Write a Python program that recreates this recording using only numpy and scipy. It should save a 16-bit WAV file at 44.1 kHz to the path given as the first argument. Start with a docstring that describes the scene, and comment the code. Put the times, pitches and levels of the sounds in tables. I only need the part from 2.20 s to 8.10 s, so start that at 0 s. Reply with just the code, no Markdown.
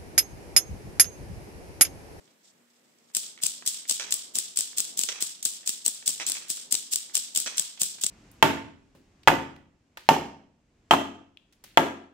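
"""Fingers brush a tool over quiet workshop air; then a ratcheting tube cutter swings round a copper tube.
A short grainy hiss swells just before each group of one to five pawl snaps: short noise bursts in a body
colour, with low thuds. Now and then the knob knocks the next tube: resonant noise, ringing sines, bounces.
Hard walls add a bright tail of decaying noise; rumble and a faint sine hum lie below. Two microphone
ports, an arm's length away, colour it all differently."""
import sys
import numpy as np
from scipy import signal
from scipy.fft import rfft, irfft
from scipy.io import wavfile
from scipy.ndimage import uniform_filter1d

SR = 44100
rng = np.random.default_rng(int(sys.argv[2]) if len(sys.argv) > 2 else 0)


def inscribe(sig):
    """Save sig as 16-bit PCM at rate SR to the path in sys.argv[1].

    A 1-D sig is mono; a 2-D sig holds one channel per row.
    Samples are clipped to [-1, 1] before scaling.
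    """
    pcm = np.round(np.clip(np.atleast_2d(sig).T, -1, 1) * 32767)
    wavfile.write(sys.argv[1], SR, pcm.astype(np.int16))


def gain_from_db(level_db):
    """Convert decibel levels to linear amplitude factors (20 dB per decade)."""
    decades = np.asarray(level_db, float) / 20
    return 10 ** decades


N = 260190

# All levels are set ahead of the port colours.
# pawl snaps: (time [s], relative level [dB], lift of the lower body range [dB], relative tube thud [dB])
SNAPS = [(0.9488, -14, -1, -52), (0.967, -10, -2.5, -41.5), (1.235, -10.5, -1.5, -41.5),
         (1.261, -20, 7, -50), (1.2652, -13.5, 2, -49), (1.475, -12, 0.5, -54), (1.6957, -11, 5.5, -63),
         (1.71, -14, 7, -39.5), (1.74, -27, -8, -69), (1.923, -11, 7.5, -47), (1.94, -12, -6, -50),
         (2.1542, -16.5, 2.5, -45), (2.1695, -30, 5, -41.5), (2.1856, -12, 0, -49), (2.372, -13, 5.5, -68),
         (2.3882, -12.5, -2, -44), (2.4071, -14, 3, -55), (2.5825, -9.5, -1.5, -48), (2.597, -21, 8, -42),
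         (2.603, -11.5, -1.5, -47), (2.7908, -12, -2, -41.5), (2.8127, -16, 2, -48),
         (2.8351, -13.5, 4.5, -44.5), (3.0235, -14, 4.5, -40.5), (3.2517, -9.5, -8, -61),
         (3.2567, -17, 11.5, -44.5), (3.4746, -13, 1.5, -61), (3.4921, -12.5, 0.5, -44),
         (3.6616, -9.5, 1, -39), (3.679, -10.5, -7.5, -41), (3.877, -8.5, 0.5, -43.5),
         (3.8906, -14.5, -8.5, -42), (4.0653, -18.5, 3, -49.5), (4.074, -24, -1, -51), (4.087, -21, 0, -53),
         (4.0972, -14, -8, -43.5), (4.1186, -16, 3, -54), (4.3014, -14.5, 1, -43.5),
         (4.5239, -6, -2.5, -43), (4.542, -17, 9, -40.5), (4.5511, -14.5, 9, -52),
         (4.7345, -11.5, 1, -46.5), (4.758, -12, 4.5, -45), (4.9526, -11, 8, -55),
         (4.9677, -15.5, 9.5, -49.5), (4.9756, -12.5, -6, -47.5), (5.1603, -11.5, 3.5, -46),
         (5.1735, -10.5, -2, -40), (5.2005, -14.5, -2.5, -66), (5.3806, -14, 13, -52),
         (5.3951, -11.5, -0.5, -43), (5.6163, -8.5, -1.5, -38.5), (5.632, -10, -3, -44),
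         (5.836, -13.5, 10.5, -45), (5.8422, -14.5, -2, -43), (5.864, -14, 5, -48)]
# groups of snaps:
# (start of the hiss before them [s], hiss level [dB], hiss rise [ms], first snap as sent to the walls [dB])
SNAP_GROUPS = [(0.935, -43, 9.8, -10.5), (1.214, -32.5, 11, -9), (1.454, -29.5, 10, -7.5),
               (1.675, -33.5, 11, -8), (1.906, -32.5, 1.8, -12.5), (2.137, -32, 13, -9.5),
               (2.358, -32, 2.2, -11), (2.566, -29.5, 6.1, -10.5), (2.77, -29.5, 6, -9.5),
               (3.004, -30, 4.1, -11), (3.225, -36, 2.5, -8.5), (3.454, -34.5, 11, -12),
               (3.644, -30.5, 7.4, -13), (3.857, -28.5, 3, -8.5), (4.063, -32, 1.5, -9),
               (4.283, -28.5, 14.5, -9.5), (4.508, -29.5, 11, -10), (4.711, -27.5, 7.4, -13.5),
               (4.936, -25, 13, -11), (5.143, -30.5, 8.5, -10), (5.363, -33.5, 2.2, -13.5),
               (5.594, -28.5, 17, -10), (5.81, -32, 3.3, -15)]
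# colour of a snap in the cutter body: (frequency [Hz], level [dB])
BODY = [(300, -22.5), (900, -22.5), (1300, -17), (2000, -13), (2700, -7.5), (3400, -1.5), (4100, -3),
        (5200, 1.5), (8000, 1), (16000, 2.5)]
# knocks and small ticks of handle and knob:
# (time [s], relative level [dB], centre frequency [Hz], relative level sent to the walls [dB])
KNOCKS = [(.077, -51, 3000, -46), (.786, -51, 6000, -54), (.9, -50, 1300, -49), (1.176, -35, 1990, -34),
          (1.188, -40, 3000, -43), (1.423, -33.5, 1454, -37), (1.653, -37.5, 2330, -40),
          (1.797, -16.5, 2300, -9.5), (2.53, -38.5, 1700, -39), (2.888, -11, 2300, -8.5),
          (3.431, -41.5, 2400, -36), (3.825, -33, 1970, -38.5), (3.999, -19, 2100, -11.5),
          (4.152, -26, 2300, -17.5), (4.377, -38.5, 1720, -39.5), (4.896, -39, 1690, -38),
          (5.261, -19.5, 2130, -10), (5.323, -33, 2200, -41), (5.575, -34, 3000, -32),
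          (5.784, -38, 2400, -34)]
# ringing modes of the tube struck by the knob: (frequency [Hz], level under the blow [dB], t60 [s])
TUBE_MODES = [(2300, -31, 0.071), (2620, -23, 0.034), (3340, -25, 0.065), (3990, -30, 0.053),
              (6260, -26, .08), (13560, -33, .12)]
# fingers shifting on the tool: (time [s], level [dB], half length [s])
FINGERS = [(.04, -75.5, 0.086), (0.277, -64, 0.04), (0.563, -80, 0.019), (.658, -72, 0.013),
           (.8, -86, 0.045), (0.908, -72, 0.075)]
# room tail by range: (centre frequency [Hz], t60 [s], relative level [dB])
ROOM_BANDS = [(184, 0.55, -1.5), (470, 0.47, -5), (1110, 0.48, 0), (2380, 0.4, -0.5), (4100, 0.39, 1),
              (6430, 0.35, -1), (9400, 0.28, 2.5), (15300, 0.24, -4)]
# spectrum of the workshop air: (frequency [Hz], relative level [dB])
AIR_COLOUR = [(40, -40), (100, -27), (190, -3), (250, -5.5), (300, -8), (780, -13), (2000, -11),
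              (4000, -19.5), (8000, -26.5), (12000, -14), (16000, -23.5)]
# cavity resonance of each microphone port: (frequency [Hz], level [dB])
PORT_LEFT = [(100, 3), (1500, -1.5), (5000, 0.5), (6200, -1), (7000, 3.5), (8000, 14), (9000, 4),
             (10500, -3.5), (13000, -11.5), (15600, -13), (15900, -51), (17000, -60)]
PORT_RIGHT = [(100, 0), (1500, -0.5), (3400, 5), (4500, 3.5), (5700, 4.5), (6300, 4.5), (7400, 9.5),
              (8300, -2), (10000, -3.5), (12000, -5.5), (15000, -0.5), (15600, 3), (15900, -26),
              (17000, -43)]
GRID_HZ = np.linspace(0, SR / 2, 513)

PORT_LAG = 5  # samples by which snaps and knocks reach the right port late
PLACES = 4  # the tool swings, so its echoes change from blow to blow
WORK_START_S = 0.92  # brushing stops and the rumble grows


def pawl():
    """A sprung pawl rattles into the cutter body and thuds through the tube; gives direct pair and wall sends."""
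    later_snap_room_db = -3  # later snaps of a group reach the walls weaker
    pan_db, pan_spread_db = 2.7, 0.98  # each port above or below the middle
    thud_hz, thud_width_hz, thud_decay_ms = 202, 283.0, 6.4
    near, send = np.zeros((2, N)), np.zeros((PLACES, N))
    ms = np.arange(SR // 25) / SR * 1000
    snaps, groups = np.array(SNAPS), np.array(SNAP_GROUPS)
    room_db = snaps[:, 1] + later_snap_room_db
    first_snaps = np.searchsorted(snaps[:, 0], groups[:, 0])
    room_db[first_snaps] = groups[:, 3]
    # the spring makes the pawl chatter for a few ms
    chatter = ms ** 0.87 * np.exp(-ms / 0.9776)
    click = 1. * (ms == 0)
    for k, (s, db, low_db, thud_db) in enumerate(SNAPS):
        # bench reflections reach each port differently
        both, left, right, jolt, *shake = rng.standard_normal((6, len(ms)))
        rattle = (both + 0.98 * np.array([left, right])) * chatter
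        snap = unit(body(rattle, low_db)) * gain_from_db(db + 15.5)
        push = (jolt + 0.82 * np.array(shake)) * np.exp(-ms / thud_decay_ms)
        thud = unit(reson(push, thud_hz, thud_width_hz)) * gain_from_db(thud_db + 23.0)
        # the tool faces a new way each time
        pan = pan_db + pan_spread_db * rng.standard_normal()
        add(near, s, snap * gain_from_db([[pan], [-pan]]) + thud)
        to_walls = unit(body(click, 0.33 * low_db)) * gain_from_db(room_db[k] + 15.5)
        add(send[k % PLACES], s, to_walls + gain_from_db(-9.0) * thud[0])
    return near, send


def lead_in_hiss():
    """A short grainy hiss in the body colour swells just before the first snap of each group."""
    t, gain, snap_times = np.arange(N) / SR, np.zeros(N), np.array(SNAPS)[:, 0]
    for s, db, rise_ms, _ in SNAP_GROUPS:
        end = snap_times[snap_times > s][0]
        full = min(s + rise_ms / 1000, end - .001)
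        times = [s - .002, s, full, end, end + 0.016]
        levels = [db - 43, db - 16, db, db, db - 13]
        gain += gain_from_db(np.interp(t, times, levels, -np.inf, -np.inf))
    hiss = body(rng.standard_normal((2, N)) * gain_from_db(2.7 * walk(400)))
    return hiss / hiss.std() * gain


def blow_colour(x, hz, upper_db):
    """Broad resonances of a knock: its own centre, less an upper and a low ring, in a wide hump."""
    centre = reson(reson(x, hz, 0.93 * hz), hz, 1.16 * hz)
    upper = gain_from_db(upper_db) * reson(x, 5900.0, 1020.0)
    low = gain_from_db(-7.0) * reson(x, 360.0, 780.0)
    return reson(centre - upper - low, 2130.0, 11500.0)


def knob():
    """Duller blows: a short push through a broad resonance rings the copper a little and rattles on."""
    bounces, bounce_span_s = 5, 0.038
    bounce_db, bounce_fade_db = -10, -3.5  # first level, change over the span
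    near, send = np.zeros((2, N)), np.zeros((PLACES, N))
    t = np.arange(SR // 5) / SR
    click = 1. * (t == 0)
    for k, (s, db, hz, room_db) in enumerate(KNOCKS):
        upper_db = 6. + .6 * room_db  # harder blows ring brighter
        noise = rng.standard_normal(len(t)) + 0.86 * rng.standard_normal((2, len(t)))
        blow = peak(blow_colour(noise * np.exp(-t / 0.0024), hz, upper_db), db)
        ring = np.zeros(len(t))
        for mode_hz, mode_db, t60 in TUBE_MODES:
            phase = rng.random() * 2 * np.pi
            ring += gain_from_db(db + mode_db) * np.sin(2 * np.pi * mode_hz * t + phase) * 1000. ** (-t / t60)
        add(near, s, (blow + ring) * gain_from_db([[-3.5], [-1.1]]))
        to_walls = unit(blow_colour(click, hz, upper_db)) * gain_from_db(db + 6.5) + ring
        add(send[k % PLACES], s, to_walls * gain_from_db(room_db - db))
        # the knocked part rattles on, its two ports swapped
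        for when, loss in rng.random((bounces, 2)):
            level = room_db - db + bounce_db + bounce_fade_db * when - 4.7 * loss
            add(near, s + .004 + when * bounce_span_s, blow[::-1] * gain_from_db(level))
    return near, send


def fingers():
    """Skin and plastic brushing: grainy hiss in the body resonances, until the work starts."""
    t = np.arange(N) / SR
    gain = gain_from_db(-77)  # faint brushing throughout
    for s, db, half in FINGERS:
        gain = gain + gain_from_db(db) * np.exp(-((t - s) / half) ** 2)
    grains = rng.standard_normal((2, N)) * gain_from_db(1.7 * walk(169.6))
    hiss = reson(body(grains, 6.7), 4700.0, 4000.)
    return hiss / hiss.std() * gain * (t < WORK_START_S)


def room(x):
    """Dense echoes that fill in after the first walls answer, then die faster in the treble."""
    size, room_db, fill_s = SR, -30.5, 0.13
    t, hz, noise = np.arange(size) / SR, np.arange(size // 2 + 1) * 1., pair(size)
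    centres, tail = np.log([band[0] for band in ROOM_BANDS]), 0
    for k, (_, t60, db) in enumerate(ROOM_BANDS):
        share = np.interp(np.log(hz + 1), centres, np.arange(len(ROOM_BANDS)) == k)
        tail = tail + gain_from_db(db) * irfft(noise * share, size) * 1000. ** (-t / t60)
    fill = 0.48 + 0.85 * (1 - np.exp(-(t / fill_s) ** 2))
    tail = tail * fill * (t > .003)
    # the early echoes are still separate, so they come in lumps
    lumps_db = 2.5 * np.exp(-t / 0.17) * np.clip(t / 0.034, 0, 1) * walk(300)[:size]
    return gain_from_db(room_db) * signal.fftconvolve(x[None], tail * gain_from_db(lumps_db), axes=1)[:, :N]


def floor():
    """Steady noise for workshop air, low resonant noise that comes and goes, a sine hum that wavers in level."""
    air_db, rumble_idle_db, rumble_db = -67.5, -69.5, -67
    hum_hz, hum_on_s, hum_rise_s, hum_settle_s = 239.5, 0.27, .1, 0.4
    hum_idle_db, hum_start_db, hum_steady_db = -81, -70, -77
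    hz, t = np.arange(N // 2 + 1) * SR / N, np.arange(N) / SR
    air = irfft(pair(N) * gain_from_db(along(AIR_COLOUR, hz)), N)
    rumble = reson(reson(irfft(pair(N), N), 230.0, 530.0), 295.0, 910.0)
    # the tool starts to shake the bench
    swell_db = np.where(t < WORK_START_S, rumble_idle_db, rumble_db) + 1.2 * walk(3.02) + 2.0 * walk(11)
    rumble = rumble / rumble.std() * gain_from_db(swell_db)
    hum_times = [0, hum_rise_s, hum_rise_s + hum_settle_s]
    hum_db = np.interp(t - hum_on_s, hum_times, [hum_idle_db, hum_start_db, hum_steady_db])
    hum = np.sqrt(2) * gain_from_db(hum_db + 2.9 * walk(9)) * np.sin(2 * np.pi * hum_hz * t)
    return air / air.std() * gain_from_db(air_db) + rumble + hum


def body(x, low_db=0):
    """The body colour, with the lower range raised or lowered for each sound."""
    split_hz = 7800
    ir = causal(along(BODY, GRID_HZ) + low_db / (1 + (GRID_HZ / split_hz) ** 4))
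    ir = ir.reshape((1,) * (x.ndim - 1) + (-1,))
    return signal.fftconvolve(x, ir, axes=-1)[..., :x.shape[-1]]


def pair(size):
    """Two noises, alike in the bass and unrelated in the treble, as spectra."""
    alike_hz = 486
    a, b = rfft(rng.standard_normal((2, size)))
    alike = np.exp(-np.arange(len(a)) * SR / size / alike_hz)
    shared, apart = np.sqrt(1 + alike) * a, np.sqrt(1 - alike) * b
    return np.array([shared + apart, shared - apart])


def walk(rate):
    """Random levels held 1 / rate s and smoothed twice."""
    k = int(SR / rate)
    steps = np.repeat(rng.standard_normal(N // k + 1), k)
    return 1.91 * uniform_filter1d(uniform_filter1d(steps, k), k)[:N]


def reson(x, hz, width):
    """Two-pole resonance, gain 1 at the centre; width in Hz."""
    return signal.lfilter(*signal.iirpeak(hz, hz / width, fs=SR), x)


def causal(db):
    """Minimum-phase impulse response of a level given at 513 frequencies."""
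    cepstrum = irfft(db * np.log(10) / 20)
    cepstrum[1:512] *= 2
    cepstrum[513:] = 0
    return irfft(np.exp(rfft(cepstrum)))[:512]


def along(table, hz):
    """Reads a (frequency [Hz], value) table on a log-frequency axis."""
    f, v = np.transpose(table)
    return np.interp(np.log(hz + 1), np.log(f + 1), v)


def unit(x):
    """Scales to energy 1, averaged over the channels."""
    return x / np.sqrt(np.mean(np.sum(x ** 2, axis=-1)))


def peak(x, db):
    """Sets the highest sample."""
    return x * gain_from_db(db) / np.abs(x).max()


def add(out, s, x):
    """Mixes a short sound in at a time in seconds."""
    i = int(s * SR)
    out[..., i:i + x.shape[-1]] += x[..., :N - i]


def scene():
    """Direct sound, room and floor at the two ports."""
    (snaps, snap_send), (knocks, knock_send) = pawl(), knob()
    near = snaps + knocks
    near = np.array([near[0], np.roll(near[1], PORT_LAG)])
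    echoes = sum(room(x) for x in snap_send + knock_send)
    return near + lead_in_hiss() + echoes + fingers() + floor()


def band_limit(x):
    """A steep low-pass at the top of the band."""
    return signal.sosfilt(signal.butter(12, 16970, fs=SR, output="sos"), x)


def record(dry):
    """Each port colours the sound; the bass is cut and the loudest snaps are rounded."""
    low_cut_hz, ceiling = 167, 0.68
    ports = [causal(along(table, GRID_HZ)) for table in (PORT_LEFT, PORT_RIGHT)]
    coloured = np.array([signal.fftconvolve(x, port)[:N] for x, port in zip(dry, ports)])
    low_cut = signal.butter(2, low_cut_hz, "high", fs=SR, output="sos")
    thinned = signal.sosfilt(low_cut, coloured)
    return band_limit(ceiling * np.tanh(thinned / ceiling))


dry = scene()
out = record(dry)
inscribe(out)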